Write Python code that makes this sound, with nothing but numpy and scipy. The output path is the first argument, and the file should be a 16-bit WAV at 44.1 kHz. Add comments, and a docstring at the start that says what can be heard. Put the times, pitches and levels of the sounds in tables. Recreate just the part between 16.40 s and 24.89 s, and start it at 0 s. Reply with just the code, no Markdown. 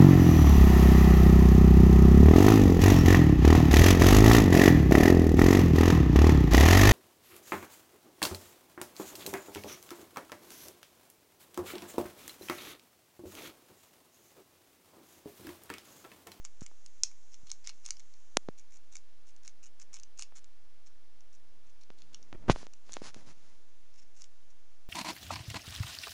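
"""Squirrel gnawing a nut

A squirrel on a blanket in a quiet room gnaws a hard nut close to a hand-held camera. Its incisors
rasp over the shell in short strokes, shed tiny chips and now and then snap a bit off; the shell rings
briefly and the walls answer. The hand knocks and rubs the camera case; one heavy bump rattles it."""
import sys
import numpy as np
from scipy import signal
from scipy.fft import rfft, irfft
from scipy.io import wavfile

SR = 44100
rng = np.random.default_rng(int(sys.argv[2]) if len(sys.argv) > 2 else 0)


def materialize(psi):
    """Save the field psi as 16-bit PCM at rate SR to the path in sys.argv[1].

    A 1-D psi becomes a single channel; in a 2-D psi each row is a channel.
    """
    bounded = np.clip(np.atleast_2d(psi).T, -1, 1)
    quanta = np.round(bounded * 32767).astype(np.int16)
    wavfile.write(sys.argv[1], SR, quanta)


N = 374409
TIME_S = np.arange(N) / SR
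TICK_LAG_S = 0.00027  # tick after thud

# tooth strokes: (start [s], length [s], level [dB])
STROKES = [(0.043, 0.021, -55), (0.204, 0.04, -57), (0.914, 0.043, -63), (1.062, 0.046, -58.5),
           (1.239, 0.066, -54.5), (1.435, 0.069, -58), (1.59, 0.019, -57), (2.168, 0.049, -63),
           (2.305, 0.073, -63.5), (2.512, 0.077, -60), (2.857, 0.058, -67), (3.027, 0.075, -62),
           (3.225, .056, -58.5), (3.396, 0.033, -53.5), (3.523, 0.068, -54.5), (3.77, 0.068, -52.5),
           (3.953, 0.044, -56.5), (4.454, 0.034, -65), (4.923, 0.04, -66), (5.267, 0.039, -68),
           (5.401, 0.037, -68), (5.576, 0.038, -68), (5.726, 0.03, -65), (6.523, .045, -62),
           (7.533, 0.11, -66.5), (7.746, .12, -65), (8.094, 0.032, -71)]
# brightest shell ring, set by where the teeth work: (time [s], frequency [Hz])
BITE_RING = [(.4, 6700), (1.07, 4600), (2.17, 6990), (5.27, 6000), (5.4, 4470), (6.5, 3500), (7.5, 6600)]
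# path through the case to the microphone: (frequency [Hz], relative gain [dB])
CASE_RESPONSE = [(200, -7), (700, 5), (1500, 5.5), (3300, 2), (4600, 4.5), (6000, 4.5), (6900, 3),
                 (8200, -8), (10400, -7)]


def undb(db):
    """Decibels to gain."""
    return 10 ** (np.asarray(db) / 20)


def unit(x):
    """Scale to rms 1."""
    return x / np.sqrt(np.mean(x ** 2) + 1e-20)


def burst(x, db):
    """Scale a short sound so its energy, spread over 3 ms, has level db."""
    return x * undb(db) * np.sqrt(.003 * SR / np.sum(x ** 2))


def add(out, time_s, x):
    """Mix x into out from time_s on."""
    i = max(int(time_s * SR), 0)
    out[i:i + len(x)] += x[:len(out) - i]


def response(points, size=4096):
    """Minimum-phase impulse response of a (frequency [Hz], gain [dB]) curve."""
    hz, db = np.transpose(points)
    bins_hz = np.maximum(np.fft.rfftfreq(size, 1 / SR), 1)
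    gain = undb(np.interp(np.log(bins_hz), np.log(hz), db))
    cepstrum = irfft(np.log(gain))
    cepstrum[1:size // 2] *= 2
    cepstrum[size // 2 + 1:] = 0
    return irfft(np.exp(rfft(cepstrum)))


def through(x, impulse_response):
    """Convolve, keeping the length of x."""
    return signal.fftconvolve(x, impulse_response)[:len(x)]


def band(x, low_hz, high_hz, order=2):
    """Butterworth band-pass."""
    sos = signal.butter(order, [low_hz, min(high_hz, SR / 2 - 1)], "band", fs=SR, output="sos")
    return signal.sosfilt(sos, x)


def grit(size, per_s, spread_db):
    """Friction: tiny slips at random times, a few much larger than the rest."""
    slips = (rng.random(size) < per_s / SR) * rng.choice([-1, 1], size)
    return slips * undb(spread_db * np.minimum(rng.exponential(size=size), np.pi))


def swell(size, power):
    """Rise and fall of a stroke, peak 1."""
    return np.sin(np.pi * (np.arange(size) + .5) / size) ** power


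def shell(ring_hz, focus_db, log_width, scatter_db=4.0, size=700):
    """Shell modes swell for a few cycles and die; the bite spot favours those near ring_hz."""
    # (frequency [Hz], bandwidth [Hz], relative level [dB])
    modes = [(1270, 970, -6), (2264, 310, 0), (2820, 430, -1), (3560, 860, -4), (4300, 590, -2.5),
             (4900, 540, -8.5), (5584, 650, 1), (6460, 1800, 1), (6960, 600, -4), (7900, 1400, -20),
             (9820, 1600, -13)]
    hz, width_hz, db = np.transpose(modes)[:, :, None]
    t = np.arange(size) / SR
    favour_db = focus_db * np.exp(-(np.log(hz / ring_hz) / log_width) ** 2)
    weight = width_hz ** 2 * undb(db + favour_db + scatter_db * rng.standard_normal(db.shape))
    phase = rng.uniform(0, 2 * np.pi, db.shape)
    envelope = t * np.exp(-np.pi * width_hz * t)
    return np.sum(weight * envelope * np.sin(2 * np.pi * hz * t + phase), axis=0)


def snap(db, ring_hz, run_s=.001, splinter_gain=0.079, edge_db=-7, size=700):
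    """One break: a sharp edge, then the shell's ring, fed by splinters as the break runs on."""
    force = splinter_gain * rng.standard_normal(size) * np.exp(-np.arange(size) / SR / run_s)
    force[0] += 1
    edge = band(force, ring_hz * 0.69, ring_hz * 1.076)
    focus_db = 9 + 0.3 * max(db + 48, 0)  # big, clean breaks favour the main ring
    ring = through(force, shell(ring_hz, focus_db, log_width=0.2296))
    return burst(edge, db + edge_db) + burst(ring, db)


def cracks():
    """Bits of shell break off."""
    # (time [s], level [dB], brightest ring [Hz])
    breaks = [(0.0503, -41.5, 7500), (0.2089, -52.5, 6720), (0.2637, -44.5, 6900), (0.462, -50.5, 6550),
              (0.6351, -20, 5950), (0.714, -53.5, 7100), (0.9427, -50, 6100), (1.102, -47, 5100),
              (1.116, -32.5, 7100), (1.2733, -36.5, 6900), (1.293, -42, 5000), (1.2976, -46, 5000),
              (1.453, -48, 5570), (1.4621, -34, 6350), (1.488, -46.5, 5800), (1.5066, -31.5, 6200),
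              (1.569, -53, 5870), (1.739, -59, 4860), (2.555, -44, 6860), (2.568, -47, 6650),
              (2.964, -62, 6600), (3.0779, -41, 6200), (3.5424, -44.5, 6100), (3.5988, -51.5, 5770),
              (3.6342, -49.5, 6150), (3.794, -39, 5940), (3.823, -35, 5700), (4.044, -57.5, 5600),
              (4.807, -60.5, 5660), (5.6198, -54.5, 4250), (5.7457, -43.5, 4200), (5.828, -55.5, 5640),
              (6.336, -53, 5950), (6.522, -46, 6360), (6.5328, -38, 6800), (6.539, -40.5, 6430),
              (7.82, -47.5, 6110), (7.8418, -50.5, 5540)]
    out = np.zeros(N)
    for time_s, db, ring_hz in breaks:
        add(out, time_s, snap(db, ring_hz))
    return out


def scrapes(rasp_db=-15, spots=3):
    """Incisors chatter over several spots of the shell: its modes ring over a duller, dry rasp."""
    out = np.zeros(N)
    for start_s, length_s, db in STROKES:
        size = int(length_s * SR)
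        ring_hz = np.interp(start_s, *np.transpose(BITE_RING))
        slips = [grit(size, per_s=870, spread_db=10.5) for _ in range(spots)]
        ring = unit(sum(through(slip, shell(ring_hz, focus_db=8.5, log_width=0.24)) for slip in slips))
        rasp = unit(band(sum(slips), 1100, 2700)) * undb(rasp_db)
        add(out, start_s, (ring + rasp) * swell(size, power=0.42) * undb(db))
    return out


def chips(per_s=16, scatter_db=3, max_per_stroke=4):
    """Strokes shed tiny chips at random; harder strokes shed louder ones."""
    out = np.zeros(N)
    for start_s, length_s, db in STROKES:
        ring_hz = np.interp(start_s, *np.transpose(BITE_RING))
        chance = per_s * length_s / max_per_stroke
        for place, draw in rng.random((max_per_stroke, 2)):
            chip = snap(db + scatter_db * rng.standard_normal(), ring_hz)
            if draw < chance:
                add(out, start_s + place * length_s, chip)
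    return out


def hollow(x):
    """Air in the opened nut resonates with each bite, more as the hole widens."""
    # (time [s], gain [dB])
    resonance = [(0, -27), (1.1, -16), (3.4, -7.5), (8.49, -11)]
    return band(x, 2200, 2900) * undb(np.interp(TIME_S, *np.transpose(resonance)))


def room(x, t60_s=0.16, tail_db=-17, build_s=0.0037, size=11000):
    """Early echoes off a nearby wall and box, then the soft room's short tail."""
    t = np.arange(size) / SR
    envelope = undb(-60 * t / t60_s) * (1 - np.exp(-t / build_s))
    tail = band(rng.standard_normal(size) * envelope, 600, 4800, order=1)
    echoes = tail * undb(tail_db) / np.sqrt(np.sum(tail ** 2))
    for lag_s, db in [(.0024, -13), (.0095, -43.5), (.0148, -32.5)]:
        echoes[int(lag_s * SR)] += undb(db)
    return through(x, echoes)


def thud(db, hz):
    """Dead thud of a fingertip, lower for a soft touch."""
    return burst(band(signal.unit_impulse(2048), hz * 0.36, hz * 1.29), db)


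def tick(db, top_hz, echo_s=.00032, echo_gain=0.24):
    """Dry tick, duller for a soft touch; the case carries it and echoes it once inside."""
    direct = band(response(CASE_RESPONSE), 93, top_hz)
    return burst(direct + echo_gain * np.roll(direct, int(echo_s * SR)), db)


def slide(length_s, rumble_db, hiss_db, size=32768):
    """Skin sticks and slips on the case: rumble under a gritty hiss."""
    # case under the hand: (frequency [Hz], relative gain [dB])
    rumble_spectrum = [(30, -9), (52, -16.5), (95, 1.5), (300, -3.5), (600, -10.5), (1100, -18.5),
                       (2500, -25.5), (6000, -51)]
    span = int(length_s * SR)
    rumble = unit(through(grit(size, per_s=1200, spread_db=4), response(rumble_spectrum))[:span])
    hiss = unit(through(grit(size, per_s=5000, spread_db=4), response(CASE_RESPONSE))[:span])
    return (undb(rumble_db) * rumble + undb(hiss_db) * hiss) * swell(len(hiss), power=1.1)


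def knocks():
    """Fingers knock on the case: a thud, then a tick."""
    # (time [s], thud level [dB], thud frequency [Hz], tick level [dB], tick top [Hz])
    touches = [(0.219, -37, 196, -59, 2500), (0.3144, -59, 900, -74, 2500), (1.033, -53.5, 149, -75, 1000),
               (1.9704, -25.5, 554, -18.5, 18000), (2.087, -30.5, 400, -49, 4200),
               (3.9229, -67, 700, -59.5, 1800), (5.5032, -50, 400, -52.5, 3180),
               (5.928, -46.5, 380, -45, 2520), (6.088, -30, 190, -36, 1490),
               (6.0928, -24, 167, -55.5, 1010), (6.1604, -42.5, 620, -41, 1800),
               (6.23, -47.5, 450, -56, 3030), (6.2678, -51, 500, -50.5, 6100),
               (6.494, -59, 550, -52.5, 2400), (6.5682, -40, 583, -39.5, 3000),
               (6.6185, -37, 380, -80, 2000), (6.7446, -75, 1200, -46.5, 12000),
               (6.764, -44.5, 278, -70, 2000)]
    out = np.zeros(N)
    for time_s, thud_db, thud_hz, tick_db, top_hz in touches:
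        add(out, time_s, thud(thud_db, thud_hz))
        add(out, time_s + TICK_LAG_S, tick(tick_db, top_hz))
    return out


def rubs():
    """The hand slides over the case as it shifts its grip."""
    # (start [s], length [s], rumble level [dB], hiss level [dB])
    grip_shifts = [(4.884, 0.47, -75, -103), (5.429, 0.66, -70, -76), (5.917, .05, -49, -85),
                   (5.949, 0.22, -56.5, -80), (6.113, 0.16, -59, -55), (6.433, 0.22, -66.5, -60.5),
                   (6.609, .11, -58.5, -49), (6.718, .136, -59.5, -62), (6.835, .108, -58.5, -59.5),
                   (6.9, 0.33, -71.5, -69.5)]
    out = np.zeros(N)
    for start_s, length_s, rumble_db, hiss_db in grip_shifts:
        add(out, start_s, slide(length_s, rumble_db, hiss_db))
    return out


def bump(hit_s=6.0976, press_s=0.023, rebound_s=.0044, rattle_gap_s=.0024, fade_db_per_s=476.5):
    """The hand presses in, hits and skids off; the case rebounds and a loose part rattles."""
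    out = np.zeros(N)
    add(out, hit_s - press_s, slide(2 * press_s, rumble_db=-31, hiss_db=-53))
    add(out, hit_s, thud(db=-14.5, hz=308.5))
    add(out, hit_s + TICK_LAG_S, tick(db=-17.0, top_hz=1040))
    add(out, hit_s + rebound_s, thud(db=-19.5, hz=122))
    add(out, hit_s + rebound_s, slide(length_s=0.031, rumble_db=-43, hiss_db=-39.5))
    gaps_s = rattle_gap_s * (1 + 0.13 * rng.standard_normal(8))
    for after_s in np.cumsum(gaps_s):
        rattle_db = -29.5 - fade_db_per_s * after_s + 2 * rng.standard_normal()
        add(out, hit_s + after_s, tick(rattle_db, top_hz=3500))
    return out


def jolts(cycles=2.1):
    """Each camera jolt presses air on the microphone: a slow, dying sway."""
    # (time [s], level [dB], frequency [Hz])
    sways = [(5.955, -39, 18), (6.087, -24, 22)]
    out = np.zeros(N)
    for time_s, db, hz in sways:
        turns = np.arange(int(cycles / hz * SR)) / SR * hz
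        add(out, time_s, undb(db) * np.sin(2 * np.pi * turns) * (1 - turns / cycles))
    return out


def background(floor_db=-67):
    """Steady room and microphone noise; a thin, high hiss comes and goes."""
    # (frequency [Hz], relative density [dB])
    floor_spectrum = [(20, 16.5), (45, 8), (80, 4), (150, -4), (300, -0.5), (800, -4.5), (2000, -7),
                      (4000, -9), (6000, -10), (8000, -18.5), (10500, -14.5)]
    # (time [s], level [dB])
    hiss_levels = [(0, -74), (.7, -71.5), (1.98, -73), (2.08, -79), (4.2, -99), (6.3, -80), (8.49, -82.5)]
    floor = unit(through(rng.standard_normal(N), response(floor_spectrum)))
    hiss = unit(band(rng.standard_normal(N), 5700, 7200))
    return floor * undb(floor_db) + hiss * undb(np.interp(TIME_S, *np.transpose(hiss_levels)))


def scene():
    """Mono mix: gnawing in the room, camera handling, background."""
    nut = band(cracks() + chips() + scrapes(), 700, 17000)  # too small to radiate bass
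    nut = nut + hollow(nut)
    return (nut + room(nut) + knocks() + rubs() + bump() + jolts() + background())[None]


def record(dry):
    """The camera cuts the top; its converter rests slightly off zero."""
    top_hz, dc_offset = 10400, .0166
    lowpass = signal.ellip(10, .2, 70, top_hz, fs=SR, output="sos")
    return signal.sosfilt(lowpass, dry) + dc_offset


dry = scene()
out = record(dry)
materialize(out)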